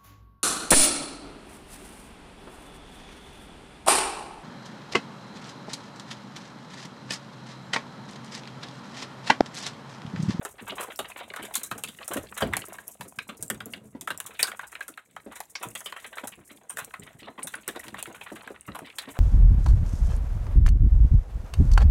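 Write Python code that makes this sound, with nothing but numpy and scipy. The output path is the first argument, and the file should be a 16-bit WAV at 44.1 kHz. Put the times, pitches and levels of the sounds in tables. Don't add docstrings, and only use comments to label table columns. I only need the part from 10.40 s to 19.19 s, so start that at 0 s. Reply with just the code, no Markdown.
import sys
import numpy as np
from scipy import signal
from scipy.fft import rfft, irfft
from scipy.io import wavfile

SR = 44100
rng = np.random.default_rng(int(sys.argv[2]) if len(sys.argv) > 2 else 0)


def pcm_store(signal):
    levels = np.round(np.clip(np.atleast_2d(signal), -1, 1) * 32767)
    wavfile.write(sys.argv[1], SR, levels.astype(np.int16).T)


N = 387638
TIME = np.arange(N) / SR
SIZE = 8192
AGE = np.arange(SIZE) / SR
FREQS = np.fft.rfftfreq(SIZE, 1 / SR)

# f/Hz, level/dB
KNOCK_TONE = [(100, -18), (450, 7), (700, 6), (4100, 1.5), (5100, -7), (13000, -21.5)]
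# f/Hz, level/dB
ICE_TONE = [(2500, -65), (4900, -18.5), (6500, -7.5), (8400, -2.5), (11000, -5.5), (15500, -14.5)]


def gain_of(db):
    return 10 ** (np.asarray(db) / 20)


def unit_level(x):
    return x / np.sqrt(np.mean(x ** 2) + 1e-20)


def unit_blow(x, blow_s=0.002):
    return x * np.sqrt(SR * blow_s / (np.sum(x ** 2) + 1e-20))


def add(mix, start_s, sound):
    part = mix[max(round(start_s * SR), 0):][:len(sound)]
    part += sound[:len(part)]


def curve(points, hz):
    point_hz, point_db = np.transpose(points)
    return np.interp(np.log(hz + 1), np.log(point_hz), point_db)


def hump(hz, slope_db):
    return np.maximum(-slope_db * abs(np.log2((FREQS + 1) / hz)), -70)


def resonance(hz, width_hz):
    return 1 / (1 + ((FREQS - hz) / width_hz) ** 2)


def spot_tone(spacing_hz, depth_db):
    hz = np.arange(0, SR, spacing_hz)
    bumps = np.clip(rng.standard_normal(SIZE // 2)[:len(hz)], -2, 2)
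    return depth_db * np.interp(FREQS, hz, bumps)


def ring(push, tone_db):
    cepstrum = irfft(np.log(gain_of(tone_db)))
    cepstrum[1:SIZE // 2] *= 2
    cepstrum[SIZE // 2 + 1:] = 0
    return irfft(rfft(push) * np.exp(rfft(cepstrum)))


def gusts():
    # t/s, stone level/dB, ice level/dB
    shower = [(0.0, -50.5, -59), (0.56, -50.5, -54.5), (0.98, -42.5, -64.5), (1.27, -51.5, -54),
              (1.96, -45.5, -55.5), (2.182, -40.5, -51), (2.47, -54.5, -56), (3.67, -64, -66),
              (3.89, -50, -58), (4.31, -52, -56.5), (4.6, -62.5, -69.5), (5.46, -52.5, -52.5),
              (6.24, -61, -65.5), (6.46, -49, -58), (6.83, -53.5, -65), (7.46, -45.5, -56),
              (8.13, -52.5, -63.5), (8.79, -47.5, -58.5)]
    times, stone_db, ice_db = np.transpose(shower)
    return gain_of(np.interp(TIME, times, stone_db)), gain_of(np.interp(TIME, times, ice_db))


def patter(sounds, per_s, spread_db):
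    out = np.zeros(N)
    draws = rng.random((2000, 3))[:int(per_s * N / SR) + 1]
    for slot, (when, kind, chance) in enumerate(draws):
        boost_db = spread_db * min(-np.log(chance), 3)
        add(out, (slot + when) / per_s, gain_of(boost_db) * sounds[int(kind * len(sounds))])
    return unit_level(out)


def small_stones(count=48):
    taps = [tap(hz) for hz in np.geomspace(600, 3200, count)]
    taps += [pop(hz) for hz in np.geomspace(700, 3400, count)]
    bits = [tick(near=rng.random() / 2) for _ in range(count)]
    bits += [chip() / 2 for _ in range(count // 4)]
    stone_gusts, ice_gusts = gusts()
    stones = stone_gusts * gain_of(-4) * patter(taps, per_s=150, spread_db=9)
    ice = ice_gusts * gain_of(0.5) * patter(bits, per_s=130, spread_db=9)
    return stones + ice


def tap(hz, longest_wait_s=0.019):
    out = knock(near=0.25, hz=hz, treble_db_per_octave=-3, slope_db=5.0)
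    for wait, octaves in rng.random((2, 2)):
        add(out, wait * longest_wait_s, gain_of(-7) * pop(hz * 2 ** (octaves - 0.5)))
    return unit_blow(out)


def strike(near, crack_s, scatter_s, rise_s, clump_db, skip_wait_s=(0.0031, 0.0066), skip_fade_s=0.015):
    near = np.clip(near, 0, 1)
    crack = unit_blow(np.exp(-AGE / (crack_s * (1.12 - near))))
    clumps = gain_of(clump_db * np.interp(AGE, AGE[::SIZE // 128], rng.standard_normal(128)))
    scatter = unit_blow(clumps * np.exp(-AGE / scatter_s) * (1 - np.exp(-AGE / rise_s)) ** 2)
    power = near * crack ** 2 + (1 - near) * scatter ** 2
    for t in np.cumsum(rng.uniform(*skip_wait_s, 2)):
        skip = gain_of(-7) * np.exp(-t / skip_fade_s) * crack
        add(power, t, skip ** 2)
    return np.sqrt(power) * rng.standard_normal(SIZE)


def knock(near, hz, treble_db_per_octave, slope_db, muffle_db=20):
    tone_db = curve(KNOCK_TONE, FREQS) + hump(hz, slope_db) + 7.0 * resonance(hz, width_hz=120)
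    tone_db += spot_tone(spacing_hz=316.0, depth_db=4.8)
    tone_db += treble_db_per_octave * np.log2(np.maximum(FREQS / 2800, 1))
    tone_db -= muffle_db * (1 - near) * np.interp(FREQS, (4150, 4070), (0, 1))
    give_s = 0.00031 + 0.0033 * (1 - near) ** 2
    soft_start = 1 - np.exp(-AGE / give_s)
    push = strike(near, crack_s=0.02, scatter_s=0.015, rise_s=0.0011, clump_db=2.0)
    return unit_blow(ring(push * soft_start, tone_db))


def pop(hz, rise_s=0.0013, fade_s=0.0024):
    push = rng.standard_normal(SIZE) * (1 - np.exp(-AGE / rise_s)) ** 2 * np.exp(-AGE / fade_s)
    tone_db = curve(KNOCK_TONE, FREQS) + hump(hz, slope_db=14) + spot_tone(325, 4.7)
    return unit_blow(ring(push, tone_db))


def tick(near):
    push = unit_blow(strike(near, crack_s=0.0078, scatter_s=0.011, rise_s=0.0027, clump_db=4.5))
    snap = 0.69 * near ** 2 * unit_blow(signal.unit_impulse(SIZE))
    return unit_blow(ring(push + snap, curve(ICE_TONE, FREQS) + spot_tone(720, 1.8)))


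def chip(spray_db=-3, spray_s=0.005):
    spray = unit_blow(rng.standard_normal(SIZE) * np.exp(-AGE / spray_s))
    push = unit_blow(signal.unit_impulse(SIZE)) + gain_of(spray_db) * spray
    return unit_blow(ring(push, curve(ICE_TONE, FREQS) + spot_tone(930, 8.4)))


def distant_hail(follow=0.66):
    # f/Hz, relative level/dB
    hiss_tone = [(20, -12), (60, 21), (250, 11), (1000, 4.5), (3300, -15.5), (5200, -12), (8400, 3.5),
                 (16000, -18)]
    tone = gain_of(curve(hiss_tone, np.fft.rfftfreq(N, 1 / SR)))
    hiss = irfft(rfft(rng.standard_normal(N)) * tone, N)
    stone_gusts, _ = gusts()
    return gain_of(-66.5) * unit_level(hiss * stone_gusts ** follow)


def thud(hz, fade_cycles=5.65, rise_s=0.0012):
    push = rng.standard_normal(SIZE) * np.exp(-AGE * hz / fade_cycles) * (1 - np.exp(-AGE / rise_s))
    return unit_blow(ring(push, hump(hz, slope_db=10.7) + spot_tone(58.2, 3.5)))


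def panels(follow=0.62, roll_middle_s=3.333, roll_half_s=0.18, sway_wait_s=0.018):
    # t/s, level/dB, f/Hz
    heavy_blows = [(0.049, -32, 410), (0.22, -34.5, 200), (0.32, -29, 352), (0.396, -29.5, 368),
                   (0.592, -28, 396), (0.82, -43, 233), (1.312, -29, 223), (1.705, -27.5, 380),
                   (1.757, -19.5, 314), (1.836, -35, 380), (2.022, -14, 217), (2.124, -28.5, 150),
                   (2.597, -33, 160), (2.886, -31.5, 224), (3.105, -25.5, 248), (3.622, -38, 258),
                   (3.706, -33.5, 240), (4.861, -29.5, 240), (5.253, -29, 192), (5.834, -29.5, 310),
                   (6.981, -35, 282), (7.042, -33.5, 285), (7.278, -30, 336), (7.355, -30, 315),
                   (7.475, -36.5, 307), (7.526, -33, 165), (7.674, -32, 310), (7.916, -26.5, 290),
                   (8.103, -30, 390), (8.28, -27, 182), (8.418, -32, 274), (8.675, -29.5, 303)]
    stone_gusts, _ = gusts()
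    gentle_gusts = stone_gusts.mean() * (stone_gusts / stone_gusts.mean()) ** follow
    drumming = patter([thud(hz) for hz in np.geomspace(135, 450, 20)], per_s=28, spread_db=8)
    roll = patter([thud(hz) for hz in np.geomspace(110, 300, 20)], per_s=34, spread_db=7.5)
    out = gain_of(-4.5) * gentle_gusts * drumming
    out += gain_of(-42) * roll / np.sqrt(1 + ((TIME - roll_middle_s) / roll_half_s) ** 4)
    for t, db, hz in heavy_blows:
        add(out, t, gain_of(db) * thud(hz))
        sway_db = 1.785 * db + 3
        add(out, t + sway_wait_s, gain_of(sway_db) * thud(hz=80, fade_cycles=4.0))
    return out


def hailstones(hop_wait_s=(0.03, 0.047), hop_db=-22):
    # t/s, knock level/dB, f/Hz, tick level/dB, nearness from 0 to 1
    big_hits = [(0.05, -26.5, 910, -29, 0.8), (0.278, -29.5, 1110, -36, 0.4), (0.4, -29.5, 900, -40, 0.57),
                (0.408, -29.5, 1230, -28.5, 0.5), (0.426, -27.5, 1050, -31, 0.3),
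                (0.5904, -20.5, 900, -27.5, 0.76), (0.962, -27, 1440, -35.5, 0.8),
                (1.045, -33, 920, -34.5, 0), (1.154, -22.5, 4340, -16, 0.6), (1.233, -36.5, 4070, -24, 0.5),
                (1.313, -21, 1110, -33, 0.79), (1.379, -35.5, 810, -32.5, 0.4),
                (1.437, -25, 2680, -24.5, 0.86), (1.485, -33.5, 3670, -37, 0.7),
                (1.679, -34.5, 880, -25, 0.74), (1.71, -24.5, 705, -38, 0.1),
                (1.735, -29.5, 2850, -24.5, 0.75), (1.768, -22.5, 500, -29.5, 0.6),
                (1.976, -25.5, 1720, -27.5, 0.63), (2.005, -21.5, 1460, -29, 0.2),
                (2.02, -14.5, 540, -38, 0.73), (2.168, -23.5, 2180, -21, 0.98),
                (2.609, -28.5, 1760, -35.5, 0.88), (2.89, -28.5, 1170, -45, 0.62),
                (3.026, -42.5, 4660, -23, 0.83), (3.101, -21.5, 1440, -20, 0.99),
                (3.611, -38.5, 3370, -30, 0.85), (3.704, -20, 1270, -33, 0.84),
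                (3.802, -29.5, 1690, -26, 0.98), (3.863, -38.5, 1800, -30.5, 0.57),
                (3.991, -18.5, 2400, -23.5, 0.05), (4.029, -13, 4700, -13, 0.95),
                (4.036, -23.5, 1500, -30, 0.3), (4.075, -26, 1580, -31, 0.37),
                (4.481, -35.5, 1370, -31.5, 0.75), (4.954, -35, 1470, -35, 0.1),
                (5.004, -28.5, 900, -31, 0.95), (5.154, -25.5, 2200, -51, 1), (5.228, -24, 1400, -29, 0.3),
                (5.352, -27, 2720, -29, 0.72), (5.459, -26, 3030, -32.5, 0.67),
                (5.873, -37, 1520, -27, 0.66), (6.296, -35, 1570, -34, 0), (6.371, -27, 1460, -32, 1),
                (6.383, -24, 1440, -27.5, 0.23), (7.071, -31, 2620, -27.5, 0.62),
                (7.2789, -29.5, 1540, -23, 0.85), (7.287, -26.5, 1740, -42, 0.83),
                (7.36, -33, 1460, -44, 0.72), (7.482, -35, 2620, -41, 0.95), (7.586, -31.5, 2530, -36, 0.1),
                (7.627, -35.5, 3430, -25.5, 1), (8.348, -27, 990, -43, 0.5),
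                (8.585, -23.5, 3840, -29, 0.85)]
    # t/s, level/dB, f/Hz
    far_taps = [(0.011, -33.5, 630), (0.182, -35.5, 1680), (0.265, -32.5, 1540), (0.292, -25, 2950),
                (0.365, -33.5, 1060), (0.38, -25, 1040), (0.5, -30.5, 1450), (0.644, -32.5, 1270),
                (0.695, -35.5, 990), (0.771, -35.5, 920), (0.8, -29.5, 920), (0.829, -38.5, 2700),
                (0.982, -34, 1550), (1.019, -33, 2880), (1.138, -29, 3300), (1.604, -33, 1080),
                (1.756, -27, 570), (1.965, -32, 1480), (4.23, -31.5, 1530), (4.319, -38, 1650),
                (4.912, -34.5, 1170), (5.212, -33.5, 1090), (5.402, -36.5, 1370), (5.483, -42, 2480),
                (5.561, -30, 1480), (5.642, -31, 2100), (5.726, -34, 1450), (5.769, -29.5, 1550),
                (5.833, -28, 860), (5.919, -37, 2300), (6.097, -39.5, 2080), (6.666, -38, 1900),
                (6.838, -40, 2830), (6.87, -31, 980), (6.977, -30.5, 1110), (7.173, -40, 1500),
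                (7.437, -38.5, 1460), (7.742, -35, 1430), (7.809, -31, 2200), (7.861, -31.5, 1490),
                (7.96, -35, 1610), (8.276, -30.5, 1280), (8.678, -41, 1070), (8.75, -34.5, 1040)]
    # t/s, level/dB, f/Hz
    box_hits = [(0.321, -35, 1090), (0.937, -28.5, 1480), (2.135, -16, 1840), (2.218, -32.5, 2750),
                (2.322, -35, 910), (2.384, -31.5, 1720), (2.787, -22, 2350), (3.204, -28, 1490),
                (3.335, -26.5, 2660), (3.674, -20, 1510), (4.116, -28.5, 1900), (4.193, -25.5, 1480),
                (4.352, -30, 2100), (4.407, -24, 1640), (4.575, -31, 1454), (4.764, -29.5, 1280),
                (5.523, -28.5, 1650), (5.782, -26.5, 1660), (6.539, -28.5, 1400), (7.139, -25, 1480),
                (7.543, -28.5, 1030), (7.656, -32.5, 2000), (8.075, -30.5, 1450), (8.39, -32.5, 1230),
                (8.5, -38.5, 2300)]
    # t/s, level/dB
    clicks = [(0.56, -36.5), (2.17, -30.5), (2.285, -39), (2.48, -29), (3.081, -35.5), (3.258, -33.5),
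              (3.776, -31.5), (5.287, -37.5), (5.406, -36), (6.447, -32.5), (6.597, -39), (7.154, -33.5),
              (8.21, -38), (8.356, -38), (8.39, -40)]
    # t/s, level/dB
    sprays = [(1.023, -35), (1.136, -28), (1.641, -40), (2.468, -38.5), (2.678, -38), (3.32, -41),
              (3.676, -38), (4.267, -39.5), (5.372, -35.5), (7.391, -35), (7.436, -40)]
    # t/s, level/dB, f/Hz, peak width/Hz
    glances = [(4.025, -25, 8360, 297), (5.153, -28.5, 5300, 780), (6.294, -26, 8760, 130),
               (7.03, -24, 9250, 900)]
    out = np.zeros(N)
    for t, knock_db, hz, tick_db, near in big_hits:
        landings = (0, 0), (rng.uniform(*hop_wait_s), hop_db)
        for wait_s, landing_db in landings:
            surface = gain_of(knock_db) * knock(near, hz, treble_db_per_octave=3, slope_db=4.0)
            ice = gain_of(tick_db) * tick(near)
            add(out, t + wait_s, gain_of(landing_db) * (surface + ice))
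    for t, db, hz in far_taps:
        add(out, t, gain_of(db) * tap(hz))
    for t, db, hz in box_hits:
        add(out, t, gain_of(db) * box_hit(hz))
    for t, db in clicks:
        add(out, t, gain_of(db) * chip())
    for t, db in sprays:
        add(out, t, gain_of(db) * tick(near=0))
    for t, db, hz, width_hz in glances:
        add(out, t, gain_of(db) * tink(hz, width_hz))
    return out


def box_hit(hz, rattle_db=-8, tick_db=-17):
    box = unit_blow(pop(hz) + gain_of(rattle_db) * tap(hz))
    return box + gain_of(tick_db) * tick(near=0.93)


def tink(hz, width_hz):
    push = strike(near=0.5, crack_s=0.0035, scatter_s=0.01, rise_s=0.0024, clump_db=2.5)
    return unit_blow(ring(push, 20 * np.log10(resonance(hz, width_hz))))


def porch_echo(sound, fade_s=0.15, rise_s=0.0012):
    t = TIME[:SR // 2]
    tail = rng.standard_normal(len(t)) * np.exp(-np.log(1000) * t / fade_s) * (1 - np.exp(-t / rise_s))
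    return signal.oaconvolve(sound, tail / np.linalg.norm(tail))[:N]


def scene():
    hail = hailstones() + small_stones() + panels()
    return (hail + gain_of(-13.0) * porch_echo(hail) + distant_hail())[None]


def record(dry, lowest_hz=34, highest_hz=15950):
    bass_cut = signal.butter(4, lowest_hz, "high", fs=SR, output="sos")
    treble_cut = signal.firwin(511, highest_hz, window=("kaiser", 9), fs=SR)
    return signal.oaconvolve(signal.sosfilt(bass_cut, dry), treble_cut[None], "same")


dry = scene()
out = record(dry)
pcm_store(out)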